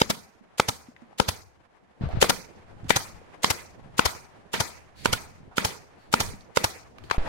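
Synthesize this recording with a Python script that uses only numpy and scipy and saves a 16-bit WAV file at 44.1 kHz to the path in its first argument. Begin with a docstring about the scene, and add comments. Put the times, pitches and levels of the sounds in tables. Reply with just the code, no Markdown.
"""Over faint shop hum a short hiss runs straight into the crack of an air nailer, close to a phone.
Twelve brads go into the edge of a plywood box in a large workshop. Each shot: the valve hisses, the driver
slams home and bounces, then the trigger is let go, air puffs out and the piston knocks back.
Wood and metal are decaying sines, air is shaped noise, and the hall is noise that follows their energy.
Small knocks, scrapes, faint hisses, gusts on the two microphone ports and a jolt of the phone lie around."""
import sys
import numpy as np
from scipy import signal
from scipy.fft import rfft, irfft
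from scipy.io import wavfile
from scipy.ndimage import uniform_filter1d

SR = 44100
rng = np.random.default_rng(int(sys.argv[2]) if len(sys.argv) > 2 else 0)


def to_wav(sig):
    """Store sig (one row per channel, or 1-D mono) as 16-bit WAV at the path in sys.argv[1].

    Samples outside -1..1 are clipped; the rate is SR.
    """
    pcm = np.clip(np.atleast_2d(sig), -1, 1) * 32767
    pcm = np.round(pcm).astype(np.int16)
    wavfile.write(sys.argv[1], SR, pcm.T)  # frames by channels


N = 321048
T = np.arange(N) / SR

# driver blows: t/s, blow level/dB, left minus right/dB, lower spot ring f/Hz, its level/dB, # upper spot ring
# f/Hz, its level/dB, valve hiss level/dB, brightness/dB per octave, panel thud level/dB, # box ring level/dB,
# rebound delay/ms, rebound level/dB, first tick level/dB
SHOTS = [(0.0173, 4.5, -1.5, 1230, -11, 3100, 2, -26.5, 9.5, -47, 4, 2.4, 0, -9),
         (0.599, 2.5, 0, 1190, -2.5, 3410, -4, -31, 3, -39.5, -3, 2.42, -5.5, -12),
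         (1.201, -1.5, 11, 836, -4, 2920, -8, -33, 1.5, -5, 2.5, 2.3, -4, -10.5),
         (2.2267, 4, 9.5, 890, -0.5, 3030, -0.5, -16, -1, -33, 5, 2.3, -6, -24),
         (2.9069, 1, 15, 1070, -1.5, 1980, 1, -21.5, 2.5, -39.5, -7, 2.18, -0.5, -18),
         (3.445, -1, -3.5, 1010, 0, 3060, 3, -23.5, 3, -34, -1.5, 1.78, -7, -17.5),
         (3.9937, 2.5, 6, 1050, 4.5, 2270, 2, -24.5, -1.5, -31, -6.5, 2.1, -3.5, -23),
         (4.542, -10.5, -2.5, 1700, 6.5, 2870, 7, -28.5, -0.5, -30.5, -9.5, 3, -3.5, 1),
         (5.058, 0, -7.5, 1017, -1, 2190, 1, -28.5, -1.5, -32, -3.5, 2.1, -10, -23),
         (5.582, -5.5, -6.5, 1350, -7, 2330, 3.5, -28, 0, -12, 0.5, 2.25, -6, -13),
         (6.14, 3, 2, 1320, 3, 2280, 0, -25, 1, -19, -0.5, 2.38, -7, -16),
         (6.573, 0.5, -8.5, 1385, 1, 1980, -10, -27, 4, -22, 2.5, 2.28, -7, -25)]
# modes of box and gun body: f/Hz, level/dB, t60/s (before scatter from blow to blow)
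BODY_MODES = [(257, -13, 0.081), (462, -4.5, 0.022), (916, 1.5, 0.043), (1205, 1, 0.014), (1400, -1, 0.066),
              (2100, -10, 0.0057), (2120, -8, 0.013), (3020, -11, 0.01), (3630, -11, 0.016),
              (4500, -16.5, 0.0037), (5030, -11, 0.008)]
SEEP_DB, SEEP_S = -15, 0.0069  # air seeps past the seal just before valve or port opens
KNOCK_LAG_MS_PER_DB = 0.23  # the louder port hears knocks and thumps earlier


def undb(db):
    """Amplitude ratio of a level in dB."""
    return 10 ** (np.asarray(db) / 20)


def curve(table):
    """Gain at every sample from t/s, level/dB rows."""
    return undb(np.interp(T, *np.transpose(table)))


def colour(x, points):
    """Shape the spectrum along the last axis by f/Hz, level/dB points, then scale to rms 1."""
    hz, db = np.transpose(points)
    f = np.maximum(np.fft.rfftfreq(x.shape[-1], 1 / SR), 1)
    gain = undb(np.interp(np.log(f), np.log(hz), db))
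    y = irfft(rfft(x) * gain, x.shape[-1])
    return y / np.sqrt(np.mean(y ** 2))


def ring(t, hz, t60, phase=0.):
    """A mode struck at t = 0: a sine that falls 60 dB in t60 seconds."""
    decay = undb(-60 * np.maximum(t, 0) / t60)
    return (t >= 0) * np.sin(2 * np.pi * hz * t + phase) * decay


def walk(rate):
    """Smoothed random steps, rate a second, separate per channel, with spread 1."""
    k = int(SR / rate)
    steps = np.repeat(rng.standard_normal((2, N // k + 1)), k, axis=1)
    smooth = uniform_filter1d(steps, k)[:, :N]
    return smooth / smooth.std()


def add(out, s, sound, pan_db=0., lead_ms=0.):
    """Mix in at s; pan_db is left minus right level, lead_ms how much earlier the left port hears it."""
    stereo = np.broadcast_to(sound, (2, sound.shape[-1]))
    for ch, side in enumerate((1, -1)):
        i = int((s - side * lead_ms / 2000) * SR)
        part = stereo[ch, max(-i, 0):N - i]
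        start = max(i, 0)
        out[ch, start:start + len(part)] += part * undb(side * pan_db / 2)


def shop():
    """Distant machines: diffuse coloured noise whose low and high parts waver separately."""
    # background spectrum: f/Hz, relative level/dB per Hz
    hum_spectrum = [(18, -35.5), (30, -21.5), (65, -9.5), (608, -10.5), (728, -10), (827, -10.5),
                    (1420, -17), (1700, -16.5), (4070, -31.5), (11500, -44.5), (13500, -67.5), (16000, -77)]
    # background level before wavering, stepping up where the phone moves: t/s, level/dB
    background = [(0.0, -60.5), (1.35, -59.5), (1.55, -64), (1.99, -60), (2.01, -57), (3.13, -53),
                  (5.17, -57), (7.04, -54), (7.17, -49.5), (7.28, -33.5)]
    hum = colour(rng.standard_normal((2, N)), hum_spectrum)
    low = signal.sosfilt(signal.butter(2, 700, fs=SR, output="sos"), hum)
    high = hum - low
    return curve(background) * (low * undb(4.4 * walk(27)) + high * undb(2.3 * walk(42)))


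def gusts():
    """Turbulence rumbles on each port by itself, in uneven lumps; a draught follows every shot."""
    # air moving over the ports, before draughts and lumps: t/s, level/dB
    wind = [(0, -65), (.25, -69.5), (1.0, -74.5), (1.7, -79.5), (1.998, -71.5), (2.008, -40), (2.05, -38),
            (2.117, -41), (2.177, -39), (2.21, -42), (2.3, -48), (2.45, -60), (2.8, -51), (3.3, -58),
            (3.85, -52.5), (4.35, -64.5), (4.7, -59), (4.95, -56), (5.35, -55), (5.95, -68), (6.28, -42.5),
            (6.5, -68), (7.0, -57), (7.17, -56), (7.2, -47), (7.28, -47)]
    draught_db, rise_s, fade_s = -49.5, .03, 0.062  # each shot stirs the air at the phone
    after = np.maximum(T - np.array(SHOTS)[:, :1], 0)
    draught = ((1 - np.exp(-after / rise_s)) * np.exp(-after / fade_s)).sum(axis=0)
    spectrum = [(15, 4.5), (40, -1.5), (90, 5.0), (200, -4.0), (500, -17.5), (1500, -58.5), (5000, -95.5)]
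    rumble = colour(rng.standard_normal((2, N)), spectrum)
    lumps = undb(4.5 * walk(10) + 1.7 * walk(39))
    return (curve(wind) + undb(draught_db) * draught) * lumps * rumble


def hall(x):
    """Diffuse tail, unrelated left and right: each band's energy builds over first reflections, then dies."""
    # reverberation bands: f/Hz, t60/s, relative level/dB (before lumps)
    bands = [(87, 0.92, -9), (210.9, 0.4, -1), (420, .5, -2.5), (779, 0.53, -6.5), (1109, 0.46, -3.5),
             (1960, 0.44, 1), (2750, .33, -2), (3727, 0.32, 0), (5095, 0.42, -1), (7000, 0.35, -2.5),
             (9030, 0.28, -5), (10350, 0.38, -12), (12600, 0.26, -7.5)]
    # hall level as heard from each place of the phone: from t/s, level/dB
    places = np.array([(0, -1.5), (2.0, 2.5), (7.172, -29)])
    ripple_db, ripple_hz, build_s = 2.5, 45, 0.00039  # uneven room resonances: depth, spacing; build-up time
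    out, lumps = 0, walk(35)
    spots = np.arange(40, SR / 2, ripple_hz)
    diffuse = []
    for _ in range(2):
        ripple = np.c_[spots, ripple_db * rng.standard_normal(len(spots))]
        diffuse.append(colour(rng.standard_normal(N), ripple))
    diffuse = np.array(diffuse)
    for hz, t60, db in bands:
        band = signal.butter(2, [hz / 1.3, hz * 1.3], "bandpass", fs=SR, output="sos")
        energy = np.mean(signal.sosfilt(band, x) ** 2, axis=0)
        # one smoothing for the decay (energy falls 60 dB in t60), one for the build-up
        for keep in (undb(-120 / t60 / SR), np.exp(-1 / (build_s * SR))):
            energy = signal.lfilter([1 - keep], [1, -keep], energy)
        noise = signal.sosfilt(band, diffuse)
        # scattered reflections make the decay lumpy
        gain = undb(db + 2.1 * walk(70) + 1.3 * lumps)
        out = out + gain * np.sqrt(energy) * noise / noise.std()
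    return out * undb(places[np.searchsorted(places[1:, 0], T), 1])


def rustle(events, points, grain_db):
    """Grainy noise that swells in, changes level at a steady dB rate and stops."""
    gain = 0
    for s, swell, length, db, fade in events:
        shape = np.clip((T - s) / swell, 0, 1) * (T < s + length)
        gain = gain + shape * undb(db + fade * np.clip(T - s, 0, length))
    return gain * undb(grain_db * walk(66)) * colour(rng.standard_normal((2, N)), points)


def faint_hisses():
    """Short faint hisses: lightly grainy noise with most of its energy in the treble."""
    # start t/s, swell/s, length/s, level before grain/dB, level change/dB per s
    hisses = [(4.95, 0.055, 0.092, -48, -39.5), (5.97, 0.048, 0.22, -60.5, -90),
              (7.036, 0.0086, 0.072, -55.5, -150)]
    # hiss spectrum: f/Hz, relative level/dB per Hz
    hiss_spectrum = [(880, -33), (1500, -7), (2360, -5), (3540, -8), (4500, -0.5), (5200, -11),
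                     (11500, -19), (15000, -27)]
    return rustle(hisses, hiss_spectrum, 0.43)


def slides():
    """Something slides on wood: strongly grainy noise, darker than the hisses."""
    # start t/s, swell/s, length/s, level before grain/dB, level change/dB per s
    scrapes = [(2.008, 0.0026, 0.21, -46, 10), (7.181, 0.0022, .1, -37.5, -92)]
    # scrape spectrum: f/Hz, relative level/dB per Hz
    scrape_spectrum = [(240, -22), (400, -10.5), (437, -10.5), (725, -9), (1010, -15.5), (1260, -15.5),
                       (3670, -29), (4130, -29), (7000, -47), (12000, -58.5), (14000, -77.5)]
    return rustle(scrapes, scrape_spectrum, 4.06)


def bump():
    """The phone is jolted: a sudden pressure drop that eases, dips once more and settles."""
    peak_db = np.array([-14.5, -12.5])  # left, right
    start_s, quick_s, slow_s = 7.181, 0.011, 0.019
    swing, swing_s = 0.42, 0.033  # share and delay of the second dip
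    u = np.maximum(T - start_s, 0)
    settle = np.exp(-(u / quick_s) ** 2) + swing * np.exp(-((u - swing_s) / slow_s) ** 2)
    return -undb(peak_db)[:, None] * (1 - np.exp(-u / 0.00051)) * settle


def thumps(near):
    """Lumps of air on the ports: a cycle or two of low pressure each, as a heavily damped sine."""
    # t/s, level/dB, left minus right/dB, f/Hz
    lumps = [(2.0099, -17.5, 2.5, 160), (2.019, -20, -2.5, 150), (2.0363, -13, 2.5, 124),
             (2.058, -19, 8, 106.4), (2.0698, -17.5, 5, 80), (2.135, -21, -13, 56), (2.150, -20.5, 6, 111),
             (2.1718, -14, 7, 117), (2.188, -21, -2, 71), (2.766, -41.5, -4, 96), (2.808, -41, -1, 79),
             (2.832, -27.5, -3, 106), (2.852, -27, -4, 139), (2.872, -32, 0, 75.3), (3.824, -44, -3, 90.5),
             (3.845, -37.5, 1, 129), (3.858, -37.5, 5, 130), (3.941, -39, -2, 132), (5.309, -42, -1.5, 130),
             (5.401, -40, -1, 129), (5.414, -44, -2, 124.4), (5.43, -39.5, 1, 155), (5.478, -39, -1, 116)]
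    t = np.arange(4096) / SR
    for s, db, pan_db, hz in lumps:
        sound = ring(t, hz, 5.5 / hz) * np.clip(4.6 * t * hz, 0, 1)
        add(near, s, undb(db) * sound, pan_db, KNOCK_LAG_MS_PER_DB * pan_db)


def knocks(near, far):
    """Small knocks of wood and tools: one short ring each, with a dry click of the wood."""
    # t/s (heard near 1.1 ms later), level/dB, left minus right/dB, f/Hz, click level/dB, send to hall/dB
    hits = [(0.408, -40.5, -7.5, 221, -27, 0), (0.883, -33, 2, 245, -27.5, -11),
            (0.917, -45, 9, 630, -24, -9), (0.964, -34.5, 8.5, 1970, -24, -4.5),
            (0.964, -44, 3.5, 3530, -13, 0), (0.969, -44, 2.5, 1855, -25, -12),
            (1.02, -38.5, -13, 237, -21, 0), (1.109, -43.5, 1, 762, -21, -15.5),
            (1.128, -36, 4, 762, -25.5, -6.5), (2.088, -25.5, 1, 665, -19.5, 2),
            (2.101, -27.5, 1, 716, -28, -12), (2.127, -28, 0.5, 750, -17.5, -15.5),
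            (2.184, -31, 1, 700, -25, -5.5), (2.242, -18.5, 0, 513, 3, -2.5),
            (2.842, -31.5, -0.5, 255, -14.5, 0.5), (3.214, -35.5, 1, 487, -26, -3.5),
            (3.854, -44, -0.5, 207, -30, -11), (4.078, -28.5, -1.5, 830, -21, -14.5),
            (4.149, -38, 0.5, 850, 3, -11.5), (5.399, -42, 2.5, 245, -22.5, -19),
            (5.473, -48.5, -4, 203, -26, -10.5), (5.511, -39.5, 0.5, 793, -25, 8),
            (5.519, -42, 1.5, 704, -23, -1), (6.334, -32, -2, 193, -10, -17),
            (6.408, -36, 1, 4100, -22, -20), (6.984, -37.5, -8, 2190, -4, -5),
            (7.038, -34.5, 4, 367, -8.5, -7), (7.099, -20.5, 4, 1650, -9.5, 1),
            (7.1105, -7, 5.5, 1120, -10.5, -7), (7.111, -17.5, 6.5, 1480, -1, -4.5),
            (7.1122, -13, 2, 2530, -9, -7), (7.146, -23.5, 12.5, 776, -15, -18)]
    # dry wood click: f/Hz, relative level/dB per Hz
    click_spectrum = [(300, 4.5), (1200, 8.5), (3000, -1.5), (7000, -12.5), (15000, -42.5)]
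    t = np.arange(4096) / SR
    for s, db, pan_db, hz, click_db, hall_db in hits:
        click = colour(rng.standard_normal(len(t)), click_spectrum) * np.exp(-t / 0.003)
        tone = ring(t, hz, 14 / hz) * np.clip(t * hz, 0, 1)
        sound = undb(db) * (tone + undb(click_db) * click)
        add(near, s + 0.0011, sound, pan_db, KNOCK_LAG_MS_PER_DB * pan_db)
        add(far, s, undb(hall_db) * sound)


def puffs(near, far):
    """The exhaust port opens: a jet swells with a low whump until the returning piston knocks and shuts it."""
    # t/s, puff level/dB, left minus right/dB, whump level/dB, whump f/Hz, knock ring f/Hz, port open/ms,
    # piston knock level/dB, upper knock ring f/Hz, its level/dB against the knock ring
    exhausts = [(0.101, -11.5, 1, 2, 218, 950, 9.1, -5, 3760, 1),
                (0.6863, -12, -0.5, -4, 111, 990, 6.6, -4, 3620, -6.5),
                (1.2859, -11.5, -1.5, -4, 87.4, 1012, 6.6, -10.5, 5910, -7),
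                (2.2967, -7, 4, -2.5, 191, 996, 8.9, -5, 1590, -4),
                (2.9613, -9.5, -0.5, -6.5, 117.5, 980, 8.1, -1, 6300, 2),
                (3.5041, -9.5, 4.5, -8.5, 95.4, 1016, 8.5, -4, 1290, 2),
                (4.0563, -9.5, 5, -6.5, 77, 925, 7, -3.5, 5160, -5),
                (4.6036, -11, 4, -5, 113.5, 947, 7.9, -4.5, 5470, -5),
                (5.129, -10, -1, -5.5, 94.7, 885, 6.2, 1, 2260, -1),
                (5.6483, -11.5, -0.5, -5, 98.7, 884, 6.3, -4, 5000, -23),
                (6.2025, -11.5, -0.5, -8, 92.5, 860, 8.4, -3, 1500, -13),
                (6.6418, -9.5, -0.5, -7, 101, 850, 5, -2, 2300, -4)]
    # jet spectrum: f/Hz, relative level/dB per Hz
    jet_spectrum = [(180, -31), (300, -2), (614, 3), (1410, -2), (4990, -2.5), (5610, -1.5), (7950, -8.5),
                    (12900, -11.5), (16000, -30)]
    jet_db, hall_db, lag_ms_per_db = -7, -16.5, 0.55  # the louder port also hears the puff earlier
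    jet_rise_s, jet_fade_s, jet_shut_s = .0018, 0.011, .003
    before_s = .01
    t = np.arange(4096) / SR - before_s
    for s, db, pan_db, whump_db, whump_hz, knock_hz, open_ms, piston_db, upper_hz, upper_db in exhausts:
        chance = rng.standard_normal(len(BODY_MODES) + 2)
        shut = t - open_ms / 1000
        swell = np.minimum(t - .0012, 0) / jet_rise_s
        fade = np.maximum(t - .0012, 0) / jet_fade_s + np.maximum(shut - .001, 0) / jet_shut_s
        flow = np.exp(swell - fade) + undb(SEEP_DB) * np.exp(-np.abs(t) / SEEP_S)
        jet = flow * colour(rng.standard_normal((2, len(t))), jet_spectrum)

        # the whump reaches the two ports out of step
        phase = .5 * chance[-2:, None]  # radians
        whump = ring(t + 0.0017, whump_hz, 5 / whump_hz, phase) * np.clip((t + 0.0018) / 0.0025, 0, 1)

        # the body modes die sooner than in a blow and alternate in sign
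        knock = 0
        for k, ((f, g, t60), d) in enumerate(zip(BODY_MODES, chance)):
            knock = knock + (-1) ** k * undb(g + 2.6 * d) * ring(shut, f * (1 + 0.025 * d), 0.6 * t60)
        piston_rings = ring(shut, knock_hz, 0.02) + undb(upper_db) * ring(shut, upper_hz, 0.016)
        knock = knock + undb(2.0) * piston_rings
        knock = knock / np.abs(knock).max()

        sound = undb(jet_db) * jet + undb(whump_db) * whump + undb(piston_db) * knock
        add(near, s - before_s, undb(db) * sound, pan_db, lag_ms_per_db * pan_db)
        # the hall gets every puff at the same level
        add(far, s - before_s, undb(hall_db) * sound)


def shots(near, far):
    """Valve hiss, a tick, a push, then the driver slams home and rebounds; the pressed nose stills the wood."""
    # timing of each shot: left port leads/ms, valve opens before the blow/ms
    leads = [(.3, 17), (0, 18.5), (1.3, 18), (1.6, 14), (3, 13.5), (-1, 14), (.7, 14.5), (-2, 11),
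             (-.7, 11.5), (-.6, 14), (.9, 14.5), (-1.9, 14.5)]
    # wood splitting round the brad: f/Hz, relative level/dB per Hz
    crack_spectrum = [(150, -26), (350, 2.5), (1500, 0.5), (5000, -3.5), (10000, -14), (16000, -31)]
    # valve hiss: f/Hz, relative level/dB per Hz
    valve_spectrum = [(290, -30.5), (500, -0.5), (974, -7.5), (3390, -2), (5800, -6.5), (7100, -2),
                      (7750, -6.5), (16000, -18)]
    tick_lead_s, last_s, last_db = 0.0022, 0.0048, -5  # light tick before the blow, last bounce after it
    crack_db, crack_fade_s, ring_scatter = 2.5, 0.0033, .025
    stilled_s, stilling_s = 0.0038, 0.00063  # when and how quickly the wood is stilled
    push_db, push_s, release_s = -2, 0.00036, .00012  # the panel is pushed away as the brad sinks in
    panel_hz, panel_t60_s = 186, 0.01  # the big panel's thud
    box_hz, box_t60_s = 482, 0.02  # the box's low ring, stronger at some spots
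    valve_rise_s, valve_fade_s = .001, 0.017
    blow_hall_db, valve_hall_db = -8, -10.5
    before_s = .024
    t = np.arange(2048) / SR - before_s
    for (s, db, pan_db, low_hz, low_db, high_hz, high_db, valve_db, bright_db, thud_db, box_db,
         again_ms, again_db, tick_db), (lead_ms, valve_ms) in zip(SHOTS, leads):
        contacts = [(-tick_lead_s, tick_db), (0, 0), (again_ms / 1000, again_db), (last_s, last_db)]
        # every spot on the edge adds two rings of its own and drives the low ring differently
        spot = [(low_hz, low_db, .018), (high_hz, high_db, .012), (box_hz, box_db, box_t60_s)]
        scatter = rng.standard_normal((len(contacts), len(BODY_MODES)))
        blow = 0
        for (late, size_db), draw in zip(contacts, scatter):
            u = t - late
            body = 0
            for (f, g, t60), d in zip(BODY_MODES, draw):
                tilted_db = g + bright_db * np.log2(f / 1000)
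                body = body + undb(tilted_db) * ring(u, f * (1 + ring_scatter * d), t60)
            for f, g, t60 in spot:
                body = body + undb(g) * ring(u, f, t60)
            crack = colour(rng.standard_normal(len(t)), crack_spectrum)
            crack = crack * (u >= 0) * np.exp(-np.maximum(u, 0) / crack_fade_s)
            blow = blow + undb(size_db) * (body + undb(crack_db) * crack)
        blow = blow / np.abs(blow).max() / (1 + np.exp((t - stilled_s) / stilling_s))
        push = np.exp(np.minimum(t, 0) / push_s - np.maximum(t, 0) / release_s)
        blow = blow - undb(push_db) * push
        blow = blow + undb(thud_db) * ring(t, panel_hz, panel_t60_s)

        opened = t + valve_ms / 1000
        since = np.maximum(opened, 0)
        flow = (1 - np.exp(-since / valve_rise_s)) ** 3 * np.exp(-since / valve_fade_s)
        flow = flow + undb(SEEP_DB) * np.exp(-np.abs(opened) / SEEP_S)
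        valve = undb(valve_db) * flow * colour(rng.standard_normal((2, len(t))), valve_spectrum)

        add(near, s - before_s, undb(db) * blow, pan_db, lead_ms)
        add(near, s - before_s, valve)
        # the hall gets every blow at the same level
        add(far, s - before_s, undb(blow_hall_db) * blow + undb(valve_hall_db) * valve)


def scene():
    """Sum the direct sound at the ports, the hall's answer, the background and the phone's own disturbances."""
    near, far = np.zeros((2, 2, N))
    knocks(near, far)
    puffs(near, far)
    shots(near, far)
    # the direct sound carries no deep bass below about 55 Hz
    near = signal.sosfilt(signal.butter(2, 55, "highpass", fs=SR, output="sos"), near)
    thumps(near)
    return shop() + gusts() + hall(far) + faint_hisses() + slides() + bump() + near


def record(dry):
    """The phone flattens the loudest peaks towards a ceiling and cuts the top steeply."""
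    ceiling, top_hz = .8, 16100
    flat = dry / (1 + (dry / ceiling) ** 4) ** (1 / 4)
    # 0.3 dB ripple below the cut, 90 dB down above it
    return signal.sosfilt(signal.ellip(14, .3, 90, top_hz, fs=SR, output="sos"), flat)


dry = scene()
out = record(dry)
to_wav(out)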